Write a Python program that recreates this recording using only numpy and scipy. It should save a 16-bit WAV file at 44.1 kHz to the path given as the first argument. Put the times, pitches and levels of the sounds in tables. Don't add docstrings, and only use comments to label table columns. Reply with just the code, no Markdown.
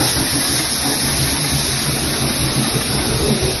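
import sys
import numpy as np
from scipy import signal
from scipy.fft import rfft, irfft
from scipy.io import wavfile
from scipy.ndimage import uniform_filter1d, map_coordinates

SR = 44100
rng = np.random.default_rng(int(sys.argv[2]) if len(sys.argv) > 2 else 0)


def voltage_ratio(level):
    return 10 ** (np.asarray(level, float) / 20)


def master_out(mix):
    frames = np.transpose(np.atleast_2d(mix))
    ceiling = np.clip(frames, -1, 1)
    pcm = np.round(ceiling * 32767).astype(np.int16)
    wavfile.write(sys.argv[1], SR, pcm)


N = 158760
BLAST_SAMPLES = 12000
BEAT_DB = 1


def evened(x):
    return x / np.sqrt(np.mean(x ** 2) + 1e-20)


def read(points, hz):
    f, value = np.transpose(points)
    return np.interp(np.log(hz + 1), np.log(f + 1), value)


def add(mix, start_s, sound):
    part = mix[round(start_s * SR):][:len(sound)]
    part += sound[:len(part)]


def swell(count):
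    rise_s, hold_s, fall_db_per_s = 0.036, 0.027, 170.5
    t = np.arange(count) / SR
    rise = np.sin(np.pi / 2 * np.minimum(t / rise_s, 1))
    return rise * voltage_ratio(-fall_db_per_s * np.maximum(t - rise_s - hold_s, 0))


def resonate(rush, shape, hz, width_hz, steady=0.58):
    r = np.exp(-np.pi * width_hz / SR)
    turn = np.exp(2j * np.pi * hz * np.arange(len(rush)) / SR)
    slow = signal.lfilter([1], [1, -r], rush / turn)
    slow = signal.lfilter([1], [1, -r], slow)
    slow = slow / np.sqrt(np.mean(abs(slow) ** 2))
    lead = np.exp(1j * np.angle(slow[-1]))
    note = (turn * (steady * lead + (1 - steady) * slow[::-1])).real * shape
    return note * .5 * np.linalg.norm(shape) / np.linalg.norm(note)


def singing(curve, width_hz):
    s, hz, db = np.transpose(curve)
    t, r = np.arange(N) / SR, np.exp(-np.pi * width_hz / SR)
    turn = np.exp(2j * np.pi * np.cumsum(np.interp(t, s, hz)) / SR)
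    slow = signal.lfilter([1], [1, -2 * r, r * r], rng.standard_normal(N) / turn)
    return voltage_ratio(np.interp(t, s, db)) * evened((turn * slow).real)


def noise(colour, size, patch_db, flicker_db, turning):
    hop = size // 4
    frames, hz = N // hop + 5, np.fft.rfftfreq(size, 1 / SR)
    a, b, patches = rng.standard_normal((frames, len(hz), 3)).T
    patches = uniform_filter1d(patches, size=8, axis=0)
    patches = evened(uniform_filter1d(patches, size=12, axis=1))
    flicker = evened(uniform_filter1d(rng.standard_normal(frames), size=6))
    tilt_db = read(turning, hz)[:, None] * np.arange(frames) * hop / SR
    level_db = read(colour, hz)[:, None] + patch_db * patches + flicker_db * flicker + tilt_db
    z = (a + 1j * b) * voltage_ratio(level_db)
    return evened(signal.istft(z, nperseg=size, noverlap=size - hop)[1][:N])


# time_s, hiss_db, rumble_db
PASSING = [(0.0, -18.5, -17.5), (0.102, -18.5, -24.5), (0.14, -20.5, -23), (0.5, -18.5, -26),
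           (0.65, -20, -27.5), (0.781, -20.5, -27.5), (0.91, -20, -21.5), (1.039, -19.5, -26),
           (1.262, -19.5, -23), (1.431, -20.5, -26.5), (1.512, -20, -22.5), (1.751, -20, -25.5),
           (1.942, -21, -23), (2.59, -21, -23.5), (2.71, -21, -23), (3.26, -22, -23.5), (3.54, -21.5, -26),
           (3.6, -24.5, -22)]


def passing(column):
    rows = np.transpose(PASSING)
    return voltage_ratio(np.interp(np.arange(N) / SR, rows[0], rows[column]))


# freq_hz, level_db
RUMBLE_COLOUR = [(15, -41), (25, -21.5), (45, -9.5), (100, -9), (134, -6), (189, -11), (257, -5.5),
                 (484, -14.5), (694, -14), (945, -18.5), (1500, -18), (1950, -34), (3300, -120)]


def wheels():
    rumble = noise(RUMBLE_COLOUR, size=2048, patch_db=2, flicker_db=1.5, turning=[(100, 0)])
    return voltage_ratio(-1.5) * passing(2) * rumble


# time_s, mesh_hz, level_db
GEAR_MESH = [(0, 1822, -40), (.4, 1727, -38.5), (.8, 1555, -39), (1.0, 1850, -41), (1.4, 1822, -46.5),
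             (3.6, 1712, -53.5)]


def gears():
    return singing(GEAR_MESH, width_hz=160)


# time_s, pitch_hz, level_db
RIM_HUM = [(0, 226, -51), (1.7, 226, -38), (2.6, 226, -31.5), (2.95, 226, -40), (3.05, 430, -42),
           (3.2, 430, -27), (3.32, 420, -26), (3.45, 350, -32), (3.6, 366, -48.5)]


def rim():
    return singing(RIM_HUM, width_hz=90)


# time_s, pitch_hz, level_db
SEAT_WHISTLE = [(0, 3880, -51.5), (1.6, 3755, -44.5), (2.6, 3750, -40), (3.6, 3730, -44)]


def whistle():
    return singing(SEAT_WHISTLE, width_hz=260)


# freq_hz, level_db
JET_COLOUR = [(300, -9), (700, -4), (1000, -4.5), (1400, -9), (1750, -1.5), (2300, -3.5)]
# freq_hz, slope_db_per_s
JET_TURNING = [(600, -0.7), (1700, -0.97), (2600, 1.03), (3800, 0.26), (4500, -0.44), (6000, -0.4),
               (9200, -0.21), (11500, -1.07)]
# time_s, delay_ms
ROAD_ECHO_DELAY = [(0, 0.75), (1.2, 0.47), (2.4, 0.444), (3.6, 0.44)]


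def valve():
    jet = noise(JET_COLOUR, size=512, patch_db=1.36, flicker_db=0.22, turning=JET_TURNING)
    s, delay_ms = np.transpose(ROAD_ECHO_DELAY)
    late = np.arange(N) - np.interp(np.arange(N) / SR, s, delay_ms) * SR / 1000
    return passing(1) * (jet + 0.06 * map_coordinates(jet, [late], order=3))


# start_s, level_db
THUMP_TIMES = [(.135, -21.5), (0.297, -27), (.455, -28.5), (0.637, -30), (0.776, -27), (1.016, -25),
               (1.093, -20.5), (1.215, -23), (1.296, -25), (1.497, -19.5), (1.657, -24), (1.817, -32),
               (1.996, -26), (2.173, -25.5), (2.373, -22), (2.536, -29), (2.704, -22), (2.936, -20.5),
               (3.057, -22), (3.207, -19), (3.413, -19), (3.503, -31)]


def thumps():
    out = np.zeros(N)
    for start_s, level_db in THUMP_TIMES:
        rush = rng.standard_normal(BLAST_SAMPLES)
        thump = resonate(rush, swell(len(rush)), hz=72, width_hz=44)
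        add(out, start_s, voltage_ratio(level_db + BEAT_DB) * thump)
    return out


# start_s, pitch_hz, level_db
PLATE_GROANS = [(0.0, 780, -23.5), (0.161, 270, -18), (.33, 298, -23), (.57, 319, -24), (.8, 737, -25.5),
                (1.299, 290, -24), (1.771, 232.3, -24), (2.101, 388.7, -23.5), (2.199, 370, -22),
                (2.21, 239.8, -21), (2.561, 320, -22.5), (2.71, 434.4, -19.5), (2.709, 341, -29.5),
                (2.93, 320.6, -21), (3.001, 229, -24.5), (3.171, 330, -22), (3.24, 568.4, -22),
                (3.42, 500, -25.5), (.82, 562, -28.5), (.87, 420, -28), (.88, 765, -28),
                (1.042, 900, -28.5), (1.27, 920, -28), (1.72, 717, -30), (2.03, 1098, -34),
                (2.499, 201.4, -24.5), (2.57, 236.6, -20), (2.93, 690, -28), (3.27, 210, -21)]


def frame():
    out = np.zeros(N)
    for start_s, hz, level_db in PLATE_GROANS:
        rush = rng.standard_normal(BLAST_SAMPLES)
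        groan = resonate(rush, swell(len(rush)), hz, width_hz=90, steady=.3)
        add(out, start_s, voltage_ratio(level_db) * groan)
    return out


# start_s, level_db
ROD_KNOCKS = [(0.0, -14), (0.079, -13), (0.161, -13), (0.261, -12.5), (0.405, -10), (0.587, -9.5),
              (0.638, -12.5), (0.829, -15.5), (0.929, -15.5), (1.079, -10.5), (1.27, -11.5), (1.439, -8.5),
              (1.605, -11.5), (1.789, -12.5), (1.959, -18), (2.129, -10), (2.286, -12.5), (2.473, -14),
              (2.559, -20), (2.639, -10.5), (2.805, -13), (2.98, -10.5), (3.079, -22.5), (3.338, -39),
              (3.509, -16)]
# freq_hz, level_db, t60_s
ROD_MODES = [(636, -1.5, 0.089), (779, -1, 0.075), (924, -7.5, 0.11), (1236, -1.5, 0.11), (1476, -6, 0.041),
             (1665, 0.5, 0.13), (1845, -0.5, 0.1), (2054, 6.5, 0.068), (2393, -3, 0.098), (3687, -3, 0.11)]


def rods():
    level_offset_db, spread_db, pitch_spread, rise_s = -13.5, 1.5, 0.054, .01
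    out, t = np.zeros(N), np.arange(8000) / SR
    for start_s, level_db in ROD_KNOCKS:
        ring = np.zeros(len(t))
        for hz, db, t60_s in ROD_MODES:
            a, b, c = rng.standard_normal(3)
            decay = voltage_ratio(db + spread_db * a - 60 * t / t60_s)
            ring += decay * np.sin(2 * np.pi * hz * (1 + pitch_spread * b) * t + 9 * c)
        add(out, start_s, voltage_ratio(level_db + level_offset_db) * np.minimum(t / rise_s, 1) * ring)
    return out


# freq_hz, width_hz, level_db
CHIMNEY_OVERTONES = [(226, 30, -7), (280, 60, -14.5), (350, 70, -7), (430, 88, -10)]


def beat(rush, level_db, boiler_hz, boiler_db, chimney_hz):
    shape = swell(len(rush))
    upper = resonate(rush, shape, boiler_hz, width_hz=60)
    for hz, width_hz, db in CHIMNEY_OVERTONES:
        upper = upper + voltage_ratio(db - 1.5) * resonate(rush, shape, hz, width_hz, steady=0)
    puff = signal.lfilter(*signal.butter(2, [400, 1000], "band", fs=SR), rush)
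    upper = upper + voltage_ratio(-13) * shape * evened(puff)
    ring = resonate(rush, shape, chimney_hz, width_hz=40)
    return voltage_ratio(BEAT_DB) * (voltage_ratio(level_db - 1) * ring + voltage_ratio(boiler_db) * upper)


# start_s, chimney_db, boiler_hz, boiler_db, chimney_hz
EXHAUST_BEATS = [(0.0, -18, 270, -27.5, 125.8), (0.145, -21, 266, -22.5, 129),
                 (0.32, -19, 280, -21.5, 129.2), (0.482, -19.5, 276, -25, 129),
                 (0.678, -31, 243, -26.5, 135), (0.835, -24, 280, -20.5, 132.8),
                 (1.018, -19, 245, -24, 138.4), (1.185, -14.5, 280, -24.5, 133.4),
                 (1.355, -19.5, 280, -27.5, 142.2), (1.508, -15, 272, -25, 138.9),
                 (1.699, -19, 229, -30, 133.4), (1.851, -15.5, 312, -26, 134.5),
                 (2.018, -22, 304, -23, 143), (2.193, -14.5, 230, -23, 134.2),
                 (2.381, -14.5, 291, -26, 131.5), (2.549, -15, 222, -20.5, 130.4),
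                 (2.713, -16, 233, -24, 128.5), (2.89, -16.5, 226, -24, 132.6),
                 (3.085, -14, 432, -22, 136.2), (3.251, -16.5, 226, -19.5, 141.4),
                 (3.397, -17, 376, -18, 128.3)]


def exhaust():
    out = np.zeros(N)
    for start_s, *settings in EXHAUST_BEATS:
        add(out, start_s, beat(rng.standard_normal(BLAST_SAMPLES), *settings))
    return out


def street(x):
    taps, at = np.zeros(22000), np.arange(400, 21960, 22)
    taps[at + rng.integers(0, 22, len(at))] = rng.choice([-1., 1.], len(at))
    t60_s = .35
    taps = taps * voltage_ratio(-60 * np.arange(len(taps)) / SR / t60_s)
    return signal.fftconvolve(x, taps / np.linalg.norm(taps))[:N]


def scene():
    steady = wheels() + gears() + rim() + whistle() + valve()
    struck = thumps() + frame() + rods() + exhaust()
    return (struck + voltage_ratio(-10) * street(struck) + steady)[None]


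# freq_hz, step_db
ROUNDING_STEP = [(300, -1.5), (1500, -2.5), (3200, -2.5), (5000, 4.5), (6500, 2), (9000, 4), (12000, 1.5)]


def grainy(x):
    n, k = np.arange(2048), np.arange(600)
    rising = np.cumsum(np.kaiser(1025, 4 * np.pi))
    rising = np.sqrt(rising[:-1] / rising[-1])
    window = np.r_[rising, rising[::-1]]
    basis = window * np.cos(np.pi / 1024 * (n + 512.5) * (k[:, None] + .5)) / np.sqrt(512)
    halves = np.pad(x[0], (1500, 2048 + -(N + 1500) % 1024)).reshape(-1, 1024)
    c = np.hstack([halves[:-1], halves[1:]]) @ basis.T
    hiss = uniform_filter1d(np.mean(c[:, 170:270] ** 2, axis=1), size=21)[:, None]
    step_follows = .45
    usual = np.sqrt(hiss.mean()) * (hiss / hiss.mean()) ** (step_follows / 2)
    step = usual * voltage_ratio(read(ROUNDING_STEP, k * SR / 2048))
    frames = (np.sign(c) * np.floor(abs(c) / step + .4) * step) @ basis
    joined = frames[1:, :1024] + frames[:-1, 1024:]
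    return joined.reshape(1, -1)[:, 476:][:, :N]


# freq_hz, level_db
PHONE_COLOUR = [(2400, -1), (2900, -5.5), (3300, -3), (3750, 4), (4100, 3.5), (4500, 2.5), (5300, 7.5),
                (6800, -5.5), (7600, -17.5)]
# freq_hz, level_db
PORT_COLOUR = [(7600, 1), (8500, 12), (9300, 20), (10500, 24.5), (11500, 22), (11950, 15.5), (12100, -24)]


def microphone(x):
    hz = np.fft.rfftfreq(N, 1 / SR)
    return irfft(rfft(x) * voltage_ratio(read(PHONE_COLOUR, hz) + read(PORT_COLOUR, hz)), N)


def roll_off(x):
    return signal.sosfilt(signal.butter(12, 12860, fs=SR, output="sos"), x)


def record(dry):
    mix = grainy(microphone(dry))
    return roll_off(mix)


dry = scene()
out = record(dry)
master_out(out)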